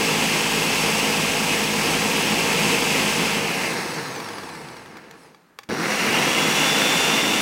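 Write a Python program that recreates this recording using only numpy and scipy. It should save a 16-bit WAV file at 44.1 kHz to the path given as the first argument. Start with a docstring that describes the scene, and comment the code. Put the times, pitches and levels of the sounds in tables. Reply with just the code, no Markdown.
"""A countertop blender purees a thick herb paste, close to a mono microphone in a kitchen.
One speed curve drives it all: brush motor flat out, switched off, coasting to rest, clicked on, spinning up.
Impact noise makes churning paste, rattling gears and crackle; fan noise is replayed at a rate set by speed.
Shaft-locked partials make hum, rumble and whines; knocks and clicks ring a panel.
Housing resonances and a short room tail shape the machine; faint kitchen noise lies beneath.
"""
import sys
import numpy as np
from scipy import signal
from scipy.fft import rfft, irfft, next_fast_len
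from scipy.io import wavfile
from scipy.ndimage import map_coordinates

SR = 44100
rng = np.random.default_rng(int(sys.argv[2]) if len(sys.argv) > 2 else 0)


def pcm_store(signal):
    """Save signal as 16-bit PCM."""
    levels = np.round(np.clip(np.atleast_2d(signal), -1, 1) * 32767)
    wavfile.write(sys.argv[1], SR, levels.astype(np.int16).T)


N = 326781

REF_SPEED_RPS = 265  # pace = 1; rps = motor turns/s
GEAR_RATIO = 5  # motor turns per blade turn
SWITCH_OFF_S, STOP_S, RESTART_S = 3.32, 5.4285, 5.689
MAINS_HZ, TOP_HZ = 60, 15800


def amp(db):
    """Decibels to gain."""
    return 10 ** (np.asarray(db) / 20)


def unit(x):
    """Scale to rms 1."""
    return x / np.sqrt(np.mean(x ** 2) + 1e-20)


def along(points, hz):
    """Interpolate (f/Hz, value) points on a log axis."""
    f, v = np.transpose(points)
    return np.interp(np.log(hz + 1), np.log(f + 1), v)


def curves(rows):
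    """One value per sample for each column after the time."""
    s, *cols = np.transpose(rows)
    return np.array([np.interp(np.arange(N) / SR, s, c) for c in cols])


def since(s):
    """Seconds gone by after time s, 0 before it."""
    return np.maximum(np.arange(N) / SR - s, 0)


def swell(s, half_s):
    """Gaussian bell of height 1 at time s, down to 1/e at half_s either side."""
    return np.exp(-((np.arange(N) / SR - s) / half_s) ** 2)


def wobble(rate):
    """Smooth random curve, rate knots a second."""
    knots = rng.standard_normal(int(N * rate / SR) + 4)
    return map_coordinates(knots, [np.arange(N) * rate / SR])


def shaped(x, gain_db):
    """Causal minimum-phase filter with the given dB function of frequency."""
    size = 2 * next_fast_len(N // 2 + SR // 4)
    cepstrum = irfft(np.log(amp(gain_db(np.fft.rfftfreq(size, 1 / SR)))))
    # fold the anticausal half onto the causal one
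    cepstrum[1:size // 2] *= 2
    cepstrum[size // 2 + 1:] = 0
    return irfft(rfft(x, size) * np.exp(rfft(cepstrum)))[:N]


def coloured(x, spectrum):
    """x filtered by the given spectrum, at rms 1."""
    return unit(shaped(x, lambda hz: along(spectrum, hz)))


def resonate(x, modes):
    """Resonances lift bands, hollows cut them: dB bells summed over (f/Hz, width/Hz, level/dB)."""
    def gain_db(hz):
        return sum(db / (1 + (2 * (hz - f) / width) ** 2) for f, width, db in modes)
    return shaped(x, gain_db)


def impacts(rate, share):
    """Random impacts, rate a second, carrying a share of the power over a smooth rush."""
    chance = np.clip(rate / SR, 1 / SR, 1)
    share = np.clip(share, 0, 1)
    hits = (rng.random(N) < chance) * rng.standard_normal(N) / np.sqrt(chance)
    return np.sqrt(share) * hits + np.sqrt(1 - share) * rng.standard_normal(N)


def tone(turns, order, blur, waver_db=1.8):
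    """One partial of a turning shaft, rms 1, unsteady in level and phase (blur/rad)."""
    waver = amp(waver_db * wobble(14))
    return unit(waver * np.sin(2 * np.pi * order * turns + blur * wobble(45)))


def room(x, wet_db, t60_s):
    """Add a short, dense decaying tail: the answer of a casing or of counter and cabinets."""
    t = np.arange(SR // 2) / SR
    tail = rng.standard_normal(len(t)) * amp(-60 * t / t60_s) * (t > .002)
    return x + amp(wet_db) * signal.fftconvolve(x, tail / np.linalg.norm(tail))[:N]


def second_run():
    """0 until the restart, then a 4.5 ms rise to 1."""
    return np.clip((np.arange(N) / SR - RESTART_S) / 0.0045, 0, 1)


START_RPS, SAG_RPS_PER_S = 267.2, 1.0
RAMP_RPS_PER_S, RAMP_S = 126, .6
# dry friction; speed at which drag equals it
FRICTION_RPS_PER_S, DRAG_RPS = 84.87, 161.3
# spin-up target; share of it won in the kick; time constants
TARGET_RPS, KICK_SHARE, KICK_S, CLIMB_S = 273.2, .556, .063, .32


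def motor_speed():
    """Turns/s: slight sag, ramp down, coast against friction and square-law drag; then kick and slow climb."""
    t = np.arange(N) / SR
    powered = START_RPS - SAG_RPS_PER_S * t - RAMP_RPS_PER_S * np.minimum(since(SWITCH_OFF_S), RAMP_S)
    to_stop = np.clip(STOP_S - t, 0, STOP_S - SWITCH_OFF_S)
    coasting = DRAG_RPS * np.tan(FRICTION_RPS_PER_S / DRAG_RPS * to_stop)
    running = since(RESTART_S)
    lag = KICK_SHARE * np.exp(-running / KICK_S) + (1 - KICK_SHARE) * np.exp(-running / CLIMB_S)
    return np.minimum(powered, coasting) + TARGET_RPS * np.maximum(1 - lag, 0)


# wads of herbs drag through the blades: (t/s, half-width/s, level/dB before a layer's share)
WADS = [(1.95, 0.082, 2), (2.75, 0.7, 1.5), (3.25, 0.098, 0.5), (3.7, 0.093, 1), (4.23, .09, 1.5),
        (6.13, .11, 4), (6.4, 0.11, 1)]
# level dips briefly after switch-off: (t/s, half-width/s, level/dB before a layer's share)
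SWITCH_OFF_DIP = [(3.43, 0.15, -2.5)]
# the paste settles as the blades stop
SETTLE_S, SETTLE_DB_PER_S = 5.255, 68


def drive(pace, full_db, lid_db, growth, strain_db, creep_db, wad_share, dip_share):
    """Layer gain: power of the speed, shuddering strain of spin-up, steady creep that settles at the stop."""
    on, running = second_run(), since(RESTART_S)
    spin = amp(full_db + lid_db * on) * pace ** growth
    strain = amp(strain_db) * on * np.clip(1 - pace, 0, 1)
    creep = amp(creep_db - SETTLE_DB_PER_S * since(SETTLE_S))
    # inrush torque pulses at twice mains
    shudder = 1 + 0.5 * np.exp(-running / 0.068) * np.sin(2 * np.pi * 2 * MAINS_HZ * running)
    wads_db = sum(db * swell(s, half_s) for s, half_s, db in WADS)
    dip_db = sum(db * swell(s, half_s) for s, half_s, db in SWITCH_OFF_DIP)
    power = spin ** 2 + strain ** 2 + creep ** 2
    return np.sqrt(power) * shudder * amp(wad_share * wads_db + dip_share * dip_db)


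# churn spectrum: (f/Hz, relative level/dB per Hz)
PASTE_SPECTRUM = [(25, -66), (45, -23), (80, -19.5), (110, -15.5), (150, -4.5), (210, 0.5), (280, -2.5),
                  (400, -4), (550, -7.5), (900, -19.5), (2500, -51.5)]


def paste(pace):
    """Blades slap the paste and air pockets collapse in it: dull, irregular thuds."""
    thuds = impacts(250 + 300 * pace, share=0.28) * amp(0.62 * wobble(22))
    return amp(-1.8) * coloured(thuds, PASTE_SPECTRUM)


def unbalance(speed, turns, mount_hz=150, width_hz=45):
    """The motor's first two orders boom as they cross the resonance of the base on its feet."""
    boom = sum(tone(turns, order=k, blur=0.56) / np.hypot(1, 2 * (k * speed - mount_hz) / width_hz)
               for k in (1, 2))
    return amp(-8) * boom * np.clip(speed / 60, 0, 1) ** 2


# blade-shaft unbalance: (multiple of blade speed, relative level/dB)
BLADE_ORDERS = [(1, -50.5), (2, -50), (3, -39.5), (4, -36), (5, -40.5), (8, -44), (9, -46.5)]


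def hum(pace, blade_turns):
    """The loaded blade shaft shakes the base at its lowest orders, heard less from above."""
    orders = sum(amp(db) * tone(blade_turns, order=round(k), blur=0.2) for k, db in BLADE_ORDERS)
    return amp(27.0) * orders * pace ** 4 * amp(-4 * second_run())


# rattle spectrum: (f/Hz, relative level/dB per Hz)
GEAR_SPECTRUM = [(40, -52), (150, -30.5), (400, -4.5), (650, -0.5), (1100, -1), (1700, -2.5), (2400, -9.5),
                 (3300, -12.5), (6000, -23.5), (15000, -63)]


def gears(pace, blade_turns, load):
    """Teeth and coupling rattle, denser with speed and harder as each blade bites."""
    bite = 1 + 0.15 * np.sin(2 * np.pi * 2 * blade_turns)
    rattle = impacts(500 + 1000 * pace, share=0.32) * bite * load
    return amp(-.5 + 2.4 * pace) * coloured(rattle, GEAR_SPECTRUM)


# air-noise spectrum at pace 1: (f/Hz, relative level/dB per Hz)
FAN_SPECTRUM = [(40, -63), (600, -24), (1500, -17), (2100, -2.5), (2600, 0), (2950, -0.5), (3300, -2),
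                (4200, -15.5), (9000, -43)]


def fan(pace, load):
    """Air torn by the cooling fan: noise replayed at the pace, so pitch and strength go with speed."""
    air = coloured(impacts(1100, share=0.27), FAN_SPECTRUM)
    return amp(1.0) * pace * load * map_coordinates(air, [np.cumsum(pace)], mode="wrap")


# motor-frame resonances and hollows: (f/Hz, width/Hz, level/dB); also shapes hiss
FRAME_MODES = [(344, 75, 4.5), (476, 71, -10.5), (860, 80, -7), (1625, 110, 0), (1980, 71, -4),
               (3020, 500, -3), (4160, 650, 8), (5640, 230, -0.5), (6900, 270, 4), (7500, 670, -11),
               (8700, 400, 2), (10600, 460, 1), (12500, 1700, -8)]
# rumble through bearings and frame: (f/Hz, relative level/dB per Hz)
ROTOR_SPECTRUM = [(60, -13), (100, -11), (145, 3.5), (220, -1.5), (340, 6), (600, -8.5), (1000, 0.5),
                  (1700, 4), (2300, -7.5), (3100, -25), (4400, -8), (5600, -11), (9000, -30)]


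def rotor(pace, turns, count=80, size=2048):
    """The same rough track passes once a turn: a dense comb of partials, bare at low speed."""
    track = unit(irfft(np.r_[0, np.exp(2j * np.pi * rng.random(count))], size))
    rolling = map_coordinates(track, [turns % 1 * size], order=1, mode="grid-wrap")
    lumps = amp(2.7 * wobble(24))  # chunks drag on the blades
    rumble = resonate(coloured(rolling * np.sqrt(pace + 0.064), ROTOR_SPECTRUM), FRAME_MODES)
    return amp(7.5 - 18.6 * pace) * np.sqrt(pace) * lumps * rumble


# crackle spectrum: (f/Hz, relative level/dB per Hz)
HISS_SPECTRUM = [(60, -62), (1000, -21.5), (2500, -2), (4000, 0.5), (5300, -1), (7000, -3), (9000, -6),
                 (11000, -9.5), (13000, -12), (15800, -16)]


def hiss(pace, load):
    """Chopped bits pelt the jar in a fine crackle; at low speed only the scrape in the motor's frame is left."""
    crackle = coloured(impacts(1200 + 2200 * pace, share=0.21) * load, HISS_SPECTRUM)
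    slow = np.clip(1.5 - 1.3 * pace, 0, 1)
    return amp(-1.0 + 1.8 * pace) * (crackle * (1 - slow) + resonate(crackle, FRAME_MODES) * slow)


# gear and commutator partials: (multiple of motor speed, relative level/dB)
BRUSH_ORDERS = [(19, -14), (29, -12), (36, -16), (38, -16), (48, -10.5), (60, -16), (72, -17), (84, -18),
                (96, -14), (108, -21), (120, -16), (144, -20)]
# frame's radiation of the whine: (f/Hz, level/dB)
WHINE_REACH = [(800, -6), (2000, -1), (3400, -3), (4400, 3), (6000, 3), (7000, -7), (8200, 1), (9600, -6),
               (11200, 1), (12500, -9), (15000, -9)]


def brush_whine(speed, turns):
    """Gear and commutator partials glide with the shaft and flare as they cross the frame's short resonances."""
    whine = sum(amp(db) * (k * speed < TOP_HZ) * tone(turns, order=round(k), blur=1.3)
                for k, db in BRUSH_ORDERS)
    radiated = shaped(whine, lambda hz: along(WHINE_REACH, hz))
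    radiated = room(radiated, wet_db=1, t60_s=.02)
    return radiated * amp(2 - 20 * (speed / REF_SPEED_RPS) ** 2.5) * np.clip(speed / 40, 0, 1)


def brush_squeak(pace):
    """The brush holders sing in one thin, high band, standing out most from the hiss while the rotor is slow."""
    spectrum = [(12500, -60), (14000, -12), (14400, 1), (14900, -11), (15800, -18)]  # f/Hz, level/dB
    band = coloured(rng.standard_normal(N), spectrum)
    return amp(-5 - 14 * pace) * np.sqrt(pace) * band


# fan tone's reach to the microphone: (t/s, relative level/dB)
FAN_REACH = [(1.2, -46.5), (2.5, -41.5), (5.6, -42), (6.1, -29.5)]
VENT_HZ, VENT_WIDTH_HZ = 3520, 380


def fan_whine(speed, turns):
    """Thirteen fan blades pass the vent each turn; the tone sings out as it nears the vent's resonance."""
    passing, pitch_hz = 13 * turns, 13 * speed
    vent = 1 / np.hypot(1, 2 * (pitch_hz - VENT_HZ) / VENT_WIDTH_HZ)
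    gain = amp(curves(FAN_REACH)[0]) * (speed / REF_SPEED_RPS) ** 3 * vent
    overtone = amp(-15) * tone(passing, order=2, blur=1)
    return gain * (tone(passing, order=1, blur=0.15, waver_db=.6) + overtone)


# housing and jar, heard beside the base: (f/Hz, width/Hz, level/dB)
BESIDE_MODES = [(165, 41, 1.5), (471, 66, 6.5), (553, 150, -3), (888, 160, 4.5), (1493, 260, -4),
                (1610, 120, 3), (2153, 190, 3.5), (2640, 480, 5), (4010, 1540, -3.5), (4820, 300, 4),
                (5470, 110, 5.5), (6310, 180, 4), (7440, 320, -2.5), (7770, 420, 5), (14100, 320, -7)]
# housing and jar, heard near the lid: (f/Hz, width/Hz, level/dB)
ABOVE_MODES = [(50, 40, -3.5), (130, 50, -0.5), (220, 90, 1), (298, 160, 2.5), (493, 73, 3.5),
               (570, 73, -2.5), (863, 91, 2), (2130, 280, 4), (2800, 180, 6.5), (3150, 190, -3.5),
               (4150, 370, -4), (5720, 350, 6.5), (6800, 210, 1.5), (7670, 160, 6.5)]


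def housing(machine):
    """Housing and jar lift and hollow out bands, heard from beside, then from above in the second run."""
    on = second_run()
    beside = resonate(machine * (1 - on), BESIDE_MODES)
    return amp(-0.94) * (beside + resonate(machine * on, ABOVE_MODES))


# background spectrum: (f/Hz, relative level/dB per Hz)
KITCHEN_SPECTRUM = [(25, -32), (70, -9), (200, 1), (600, -7), (1500, -6), (4000, -23), (15000, -29)]


def kitchen():
    """Faint steady background noise."""
    return amp(-58.5) * coloured(rng.standard_normal(N), KITCHEN_SPECTRUM)


# wide swell of commutator noise, then a brief whisper: (t/s, half-width/s, peak level/dB before housing)
COAST_SWELLS = [(4.55, 0.34, -54), (5.23, .07, -61.5)]
# their spectrum: (f/Hz, relative level/dB per Hz)
COAST_SPECTRUM = [(3000, -30), (6500, -12), (7900, -3), (9200, -3), (11000, -4), (12500, -18), (14500, -10),
                  (15800, -18)]


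def coast_noise():
    """A wide swell of high commutator whine noise in the coast, then a brief airy whisper before the stop."""
    gain = sum(amp(db) * swell(s, half_s) for s, half_s, db in COAST_SWELLS)
    return gain * coloured(impacts(3000, share=.4), COAST_SPECTRUM)


# span of the evenly spaced knocks, in blade turns before standstill; the final three are in CLICKS
KNOCK_FROM, KNOCK_TO = 14.8, 2.8
# peak at pace 1, power of the pace, scatter, scuff level, contact time
KNOCK_DB, KNOCK_GROWTH, KNOCK_SCATTER_DB, KNOCK_SCUFF_DB, KNOCK_CONTACT_S = -13, 1.5, 1, -3, .002


def coupling_knocks(pace, blade_turns):
    """Slack coupling knocks once a blade turn in the coast, ever slower, softer but for scatter: CLICKS rows."""
    before_stop = np.arange(KNOCK_FROM, KNOCK_TO - .5, -1)
    at = np.searchsorted(blade_turns, blade_turns[round(STOP_S * SR)] - before_stop)
    scatter_db = KNOCK_SCATTER_DB * rng.standard_normal(len(at))
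    peaks_db = KNOCK_DB + KNOCK_GROWTH * 20 * np.log10(pace[at]) + scatter_db
    return [(i / SR, db, KNOCK_SCUFF_DB, KNOCK_CONTACT_S) for i, db in zip(at, peaks_db)]


# last three coupling knocks as the blades halt, button down and up, restart:
# (t/s, dry peak level/dB, scuff level/dB re ring, contact time/s)
CLICKS = [(4.9685, -32.5, 1, .003), (5.1102, -33, 6, 0.0015), (5.3452, -37, -9, 0.002),
          (5.5876, -19.5, -2, 0.0013), (5.632, -35, 4, 0.003), (5.689, -26, -4, .001)]
# plastic panel's ring: (f/Hz, relative level/dB, t60/s)
PANEL = [(464, -4.5, 0.025), (812, -8.5, 0.057), (1150, 3, 0.019), (1710, 1.5, 0.021), (2275, 1.5, 0.02),
         (3390, -1.5, 0.02), (3820, -4, 0.017), (4660, 0, 0.016), (5840, -9, .018), (6350, -14, .014)]
# contact scuff spectrum: (f/Hz, relative level/dB per Hz)
SCUFF_SPECTRUM = [(200, -19), (1000, 4), (7000, -6), (9000, -13), (15800, -15)]


def contacts(knocks):
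    """Each knock and click is a brief scuff with a blow that rings the plastic panel."""
    t = np.arange(SR // 4) / SR
    grit = coloured(rng.standard_normal(N), SCUFF_SPECTRUM)
    out = np.zeros(N)
    for s, db, scuff_db, contact_s in knocks + CLICKS:
        start = round(s * SR)
        ring = sum(amp(level_db - 60 * t / t60_s) * np.sin(2 * np.pi * (hz * t + rng.random()))
                   for hz, level_db, t60_s in PANEL)
        ring *= 1 - np.exp(-t / contact_s)
        scuff = grit[start:][:len(t)] * t / contact_s * np.exp(-t / contact_s)
        click = ring / abs(ring).max() + amp(scuff_db) * scuff / abs(scuff).max()
        out[start:][:len(t)] += amp(db) * click / abs(click).max()
    return out


SQUEAL_S, SQUEAL_HALF_S, SQUEAL_HZ, SQUEAL_FALL_HZ_PER_S = 5.235, .04, 5200, 10000


def bearing_squeal():
    """A bearing's faint, falling squeal in the rotor's last turns."""
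    pitch_hz = SQUEAL_HZ - SQUEAL_FALL_HZ_PER_S * (np.arange(N) / SR - SQUEAL_S)
    gain = amp(-64) * swell(SQUEAL_S, SQUEAL_HALF_S)
    return gain * tone(np.cumsum(pitch_hz) / SR, order=1, blur=2.5)


def scene():
    """One motor speed plays every part of the machine; the microphone rises to the lid for the second run."""
    speed = motor_speed()
    pace, turns = speed / REF_SPEED_RPS, np.cumsum(speed) / SR
    blade_turns = turns / GEAR_RATIO
    paste_gain = drive(pace, full_db=-27.5, lid_db=0.05, growth=1.27, strain_db=-23.5, creep_db=-51.5,
                       wad_share=1.0, dip_share=0.59)
    gear_gain = drive(pace, full_db=-29.0, lid_db=1.65, growth=1.144, strain_db=-29, creep_db=-53.5,
                      wad_share=0.47, dip_share=.55)
    hiss_gain = drive(pace, full_db=-27, lid_db=-0.7, growth=2.21, strain_db=-37.5, creep_db=-58.5,
                      wad_share=0.063, dip_share=1.54)
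    # lumps load the blades unevenly
    load = amp(0.54 * wobble(7) + 0.2 * wobble(30) + 0.31 * wobble(130))
    machine = paste_gain * (paste(pace) + unbalance(speed, turns) + hum(pace, blade_turns))
    machine += gear_gain * (gears(pace, blade_turns, load) + fan(pace, load) + rotor(pace, turns))
    machine += hiss_gain * (hiss(pace, load) + brush_whine(speed, turns) + brush_squeak(pace))
    machine += fan_whine(speed, turns)
    machine += coast_noise() + bearing_squeal()
    near = housing(machine) + contacts(coupling_knocks(pace, blade_turns))
    sound = room(near, wet_db=-12.5, t60_s=0.22) + kitchen()
    return np.array([sound, sound])


def record(dry):
    """Nothing is kept at or above the band limit."""
    size = next_fast_len(N + SR // 2)
    return irfft(rfft(dry, size) * (np.fft.rfftfreq(size, 1 / SR) < TOP_HZ), size)[:, :N]


dry = scene()
out = record(dry)
pcm_store(out)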